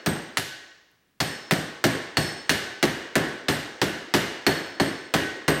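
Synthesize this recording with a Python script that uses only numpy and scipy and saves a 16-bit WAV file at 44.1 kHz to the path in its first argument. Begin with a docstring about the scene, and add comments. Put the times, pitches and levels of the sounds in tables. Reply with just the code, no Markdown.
"""A hammer strikes a steel part in a bench vise, a few steps away in a hard-walled garage.
The scene opens in the echo of a blow, over faint hiss and rumble. Two blows follow, a pause in which
loose metal ticks, then steady hammering, three blows a second, with one more tick near the end.
Each blow clicks and cracks on contact, rings the hammer head and the part, thumps the wooden bench,
and dies away in about a second of echo."""
import sys
import numpy as np
from scipy import signal
from scipy.fft import rfft, irfft, next_fast_len
from scipy.io import wavfile
from scipy.ndimage import map_coordinates

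SR = 44100
rng = np.random.default_rng(int(sys.argv[2]) if len(sys.argv) > 2 else 0)


def unload_audio(sound):
    """Save the sound as a 16-bit wav file, at the path given as the first command line argument."""
    columns = np.transpose(np.atleast_2d(sound))
    # keep every value between -1 and 1, then stretch to whole-number steps
    steps = np.round(np.clip(columns, -1, 1) * 32767)
    wavfile.write(sys.argv[1], SR, steps.astype(np.int16))


N = 246959
AGE_S = np.arange(SR * 3 // 2) / SR  # time since contact


def amp(db):
    """dB to gain."""
    return 10 ** (np.asarray(db) / 20)


def along(points, hz):
    """Curve through (f/Hz, value) points, log frequency axis."""
    f, v = np.transpose(points)
    return np.interp(np.log(hz + 1), np.log(f + 1), v)


def burst(spectrum, t60_curve, colour=((1000, 0),)):
    """Noise normalised in its spectrum, then coloured; each frequency decays at its own rate."""
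    hz, t, bins = signal.stft(rng.standard_normal(len(AGE_S)), SR, nperseg=512, noverlap=384)
    gain = amp(along(spectrum, hz))
    gain = gain / np.sqrt(np.mean(gain ** 2)) * amp(along(colour, hz))
    decay = amp(-60 * t / along(t60_curve, hz)[:, None])
    return signal.istft(bins * gain[:, None] * decay, SR, nperseg=512, noverlap=384)[1][:len(AGE_S)]


def ring(modes, scatter_db, rise_s, colour=((1000, 0),)):
    """Damped sines of alternating polarity, levels coloured and randomly scattered."""
    hz, db, t60_s = np.transpose(modes)[:, :, None]
    db = db + along(colour, hz) + scatter_db * rng.standard_normal(hz.shape)
    polarity = (-1) ** np.arange(len(hz))[:, None]
    envelope = amp(db - 60 * AGE_S / t60_s) * (1 - np.exp(-AGE_S / rise_s))
    return (polarity * envelope * np.sin(2 * np.pi * hz * AGE_S)).sum(0)


# Idle garage spectrum: f/Hz, level/dB
IDLE_SPECTRUM = [(18, -21.5), (30, 6), (91, -5.5), (314, -10.5), (608, -22.5), (1660, -19.5), (4770, -28),
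                 (14800, -34.5), (16500, -13)]

def idle_garage(rms_db=-61.5):
    """Steady hiss and rumble."""
    size = next_fast_len(N)
    gain = amp(along(IDLE_SPECTRUM, np.fft.rfftfreq(size, 1 / SR)))
    noise = irfft(rfft(rng.standard_normal(size)) * gain, size)[:N]
    return amp(rms_db) * noise / noise.std()


# Loose metal ticks: t/s, level/dB
TICKS = [(.9155, -56), (4.751, -58)]

def loose_metal(t60_s=0.004):
    """A bit of metal settles with tiny bright clicks."""
    out = np.zeros(N + len(AGE_S))
    for start_s, db in TICKS:
        bright_noise = np.diff(rng.standard_normal(len(AGE_S) + 1))
        out[round(start_s * SR):][:len(AGE_S)] += amp(db - 60 * AGE_S / t60_s) * bright_noise
    return out[:N]


# Garage echo spectrum: f/Hz, level/dB
ECHO_SPECTRUM = [(30, -37), (60, 6), (170, 6.5), (340, 7), (600, -7), (930, -10), (1290, -5.5), (1540, 1),
                 (1840, 3), (2500, -7), (2900, -6), (7400, -20.5), (14800, -24.5), (16500, -57.5)]
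# Garage decay: f/Hz, t60/s
GARAGE_T60 = [(60, 0.87), (130, 0.17), (350, 1), (900, 1), (1650, 0.95), (2300, 0.95), (6400, 0.88),
              (10000, 0.49), (15000, 0.41)]

def garage_echo(colour):
    """Echo builds as wall after wall answers. Returns the blow's echo and a room impulse response."""
    echo = amp(-11.5) * burst(ECHO_SPECTRUM, GARAGE_T60, colour) * (1 - np.exp(-AGE_S / 0.0014))
    room_ir = burst([(1000, 0)], GARAGE_T60) * (1 - np.exp(-AGE_S / 0.0073))
    return echo, room_ir


def echoed(dry, room_ir, wet_db):
    """A ring plus its smeared return from the walls, at wet_db relative energy."""
    wet = signal.fftconvolve(dry, room_ir)[:len(dry)]
    return dry + amp(wet_db) * wet * np.linalg.norm(dry) / np.linalg.norm(wet)


# Near-surface reflections: delay/s, level/dB
WALLS = [(.004, 1), (.0085, -2.5), (0.0118, 1.5), (0.016, -4.5), (.026, -1)]

def reflected(dry, walls_db):
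    """A sound plus its delayed copies off near surfaces."""
    return dry + sum(amp(db + walls_db) * np.pad(dry, (round(delay_s * SR), 0))[:len(dry)]
                     for delay_s, db in WALLS)


# Bench and garage air modes: f/Hz, level/dB, t60/s
BENCH_MODES = [(68, -7, .45), (99, -6, .35), (120, -4, .35), (151, 0, .4), (172, 0, .36), (203, -2, .35),
               (227, -6, .4), (246, -6, .4), (270, -3, .45), (281, -4, .45), (314, -3, .5), (329, -1, .55),
               (345, -6, .55), (361, -8, .5), (388, -4, .5), (400, -3, .55), (522, -10, .4), (551, -11, .4),
               (606, -12, .3), (645, -10, .3)]
# Bench top flexure: f/Hz, level/dB, t60/s
FLEX_MODES = [(168, -10, 0.0047), (336, -4.5, 0.036)]

def bench_thump(colour):
    """Bench and air boom; the top flexes under the vise and its push returns off floor and walls."""
    boom = amp(-18.5) * ring(BENCH_MODES, scatter_db=2.5, rise_s=0.0032, colour=colour)
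    push = ring(FLEX_MODES, scatter_db=4, rise_s=0.01, colour=colour)
    return boom + reflected(push, walls_db=13)


# Clamped part modes: f/Hz, level/dB, t60/s
PART_MODES = [(1098, -9, .25), (1376, -10, .3), (1515, 1, .35), (1646, 2, .15), (1686, 1, .25),
              (1755, 3, .2), (1840, -3, .2), (1886, -1, .3), (2100, -7, .25), (2152, -10, .25),
              (2850, -4, .15), (2900, -6, .2)]

def part_ring(colour, thump_db, room_ir):
    """The steel part rings; what goes into the bench is lost to its ring."""
    tones = ring(PART_MODES, scatter_db=3.5, rise_s=0.0011, colour=colour)
    return amp(-25 - 0.19 * thump_db) * echoed(tones, room_ir, wet_db=2.5)


def swing_gain(free_s, depth_db=2.5, rate_hz=18, choke_s=0.02):
    """The head's ring wavers as it turns in the air; the next contact chokes it."""
    waver = map_coordinates(rng.standard_normal(2 * rate_hz + 4), [AGE_S * rate_hz])
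    onset = 1 - np.exp(-AGE_S * rate_hz)
    choke = np.exp(-np.maximum(AGE_S - free_s, 0) / choke_s)
    return amp(depth_db * waver * onset) * choke


# Hammer head modes: f/Hz
HEAD_HZ = [4355, 5312, 8360, 13400]
# Per head mode: level/dB, t60/s, rise/s, echo level/dB
HEAD_MODES = [(-3.5, 0.047, 0.00086, -7), (-25, 1.1, 0.12, -9), (-16.5, 0.049, 0.00086, 2.5),
              (-29, 0.052, .001, 0.3)]

def head_ring(free_s, room_ir, pair_db, middle_db, top_db):
    """Four head modes ring; the second of the low pair answers more steeply to the hit."""
    drives_db = [pair_db, 1.8 * pair_db, middle_db, top_db]
    out = np.zeros(len(AGE_S))
    for hz, (db, t60_s, rise_s, wet_db), drive_db in zip(HEAD_HZ, HEAD_MODES, drives_db):
        tone = swing_gain(free_s) * ring([(hz, db + drive_db, t60_s)], scatter_db=-1.5, rise_s=rise_s)
        out += echoed(tone, room_ir, wet_db)
    return out


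# Steel-on-steel click spectrum: f/Hz, level/dB
CLICK_SPECTRUM = [(300, -13.5), (1500, 9), (3000, 1.5), (7000, -5.5), (13000, -9.5), (16500, -13)]

def steel_click(click_db, t60_s=0.0047):
    """Steel meets steel: milliseconds of bright noise, with early reflections."""
    envelope = amp(click_db - 1 - 60 * AGE_S / t60_s)
    return reflected(envelope * burst(CLICK_SPECTRUM, [(1000, 0.93)]), walls_db=-6)


# First-contact spectrum: f/Hz, level/dB
CRACK_SPECTRUM = [(200, -31), (450, -2.5), (930, -8.5), (1900, 4.5), (2500, -3.5), (2920, -5),
                  (5170, -12.5), (10000, -28), (14000, -42), (16500, -43)]
# Crack decay: f/Hz, t60/s
CRACK_T60 = [(300, 0.3), (2000, 0.044), (6000, 0.11), (14000, 0.025)]

def contact_crack(colour):
    """Broadband crack of first contact; the lows last longest."""
    return amp(-4.5) * burst(CRACK_SPECTRUM, CRACK_T60, colour)


# Blow colour: f/Hz, base level/dB, thump slope/(dB/dB), glance slope/(dB/dB)
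BLOW_COLOUR = [(81, -1, 0.22, 0.14), (148, -4, 1.25, 0.46), (350, -6.5, -0.17, -0.78),
               (730, 1.5, 0.38, 0.02), (1610, -8, 0.14, -0.1), (2080, -7, 0.09, .05),
               (3900, -4, 0.23, 0.48), (11200, -2.45, 0.53, 0.88)]

def blow(free_s, thump_db, glance_db, click_db, *head_db):
    """One blow with its echo: a square hit drives more bass into the bench, a glancing one is brighter."""
    colour = [(hz, db + per_thump * thump_db + per_glance * glance_db)
              for hz, db, per_thump, per_glance in BLOW_COLOUR]
    contact = steel_click(click_db) + contact_crack(colour)
    echo, room_ir = garage_echo(colour)
    steel = head_ring(free_s, room_ir, *head_db) + part_ring(colour, thump_db, room_ir)
    return contact + echo + steel + bench_thump(colour)


# Hammer blows: t/s, level/dB, thump/dB, glance/dB, click/dB, head low pair/dB, middle/dB, top/dB
BLOWS = [(-0.27, -10.5, 2, -1, -0.5, -5, -10, -8), (0.0614, -11, 11.5, -4, -2, -21, -0.5, 3),
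         (0.3714, -11.5, -10, 14, 1.5, -13.5, -32, -12), (1.2034, -10, 2, 4.5, -4.5, -2, -5.5, -16),
         (1.5102, -8.5, 7.5, 0, 2.4, -15, -6.5, -14.5), (1.841, -5.5, 2.5, -0.4, -4.5, -13.5, -9, -10),
         (2.17, -8, 3.8, 2.5, -7.5, 0.3, -0.5, -8), (2.4944, -4.5, -6.5, 6.5, -4.5, -11, -14, -13),
         (2.828, -5.5, -2.5, 0.8, -4, -28, -16, -10), (3.1549, -6.5, 6, -4.5, -4.5, -31, -15, -13.0),
         (3.484, -7, 3, 1.5, -13, -16, -6.5, 1), (3.8161, -7, 1.2, 0.5, -3.5, -17, -16, -18),
         (4.139, -4, -1, 2.8, -8, -29, -17, -10), (4.4659, -5, 2.1, -2, -6.5, -4, -9, 2),
         (4.799, -7.5, 4.5, -3, -16, -7, -8, -9), (5.1392, -5, -1, 0, -4.5, -20, -14, -15),
         (5.48, -5.5, 2.8, -4, -4, -16, -5, 4)]

def hammering():
    """Blows in sequence; the head rings freely from each to the next."""
    out = np.zeros(N + 3 * SR)  # 1 s lead-in for the blow before t = 0
    gaps_s = np.diff([row[0] for row in BLOWS], append=N / SR)
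    for (start_s, db, *touch_db), free_s in zip(BLOWS, gaps_s):
        out[SR + round(start_s * SR):][:len(AGE_S)] += amp(db) * blow(free_s, *touch_db)
    return out[SR:SR + N]


def scene():
    """Mono sum at the microphone."""
    return (hammering() + loose_metal() + idle_garage())[None]


def record(dry, ceiling=0.75, bass_hz=55, shelf_hz=15900, cutoff_hz=16830):
    """The input stage rounds off peaks; deepest bass and the very top are lost."""
    limited = dry / (1 + np.abs(dry / ceiling) ** 4) ** (1 / 4)
    size = next_fast_len(N + SR)
    hz = np.fft.rfftfreq(size, 1 / SR)
    highpass = (1j * hz / (bass_hz + 1j * hz)) ** 4
    lowpass = np.where(hz < shelf_hz, 1, amp(-21)) * (hz < cutoff_hz)
    return irfft(rfft(limited, size) * highpass * lowpass, size)[:, :N]


dry = scene()
out = record(dry)
unload_audio(out)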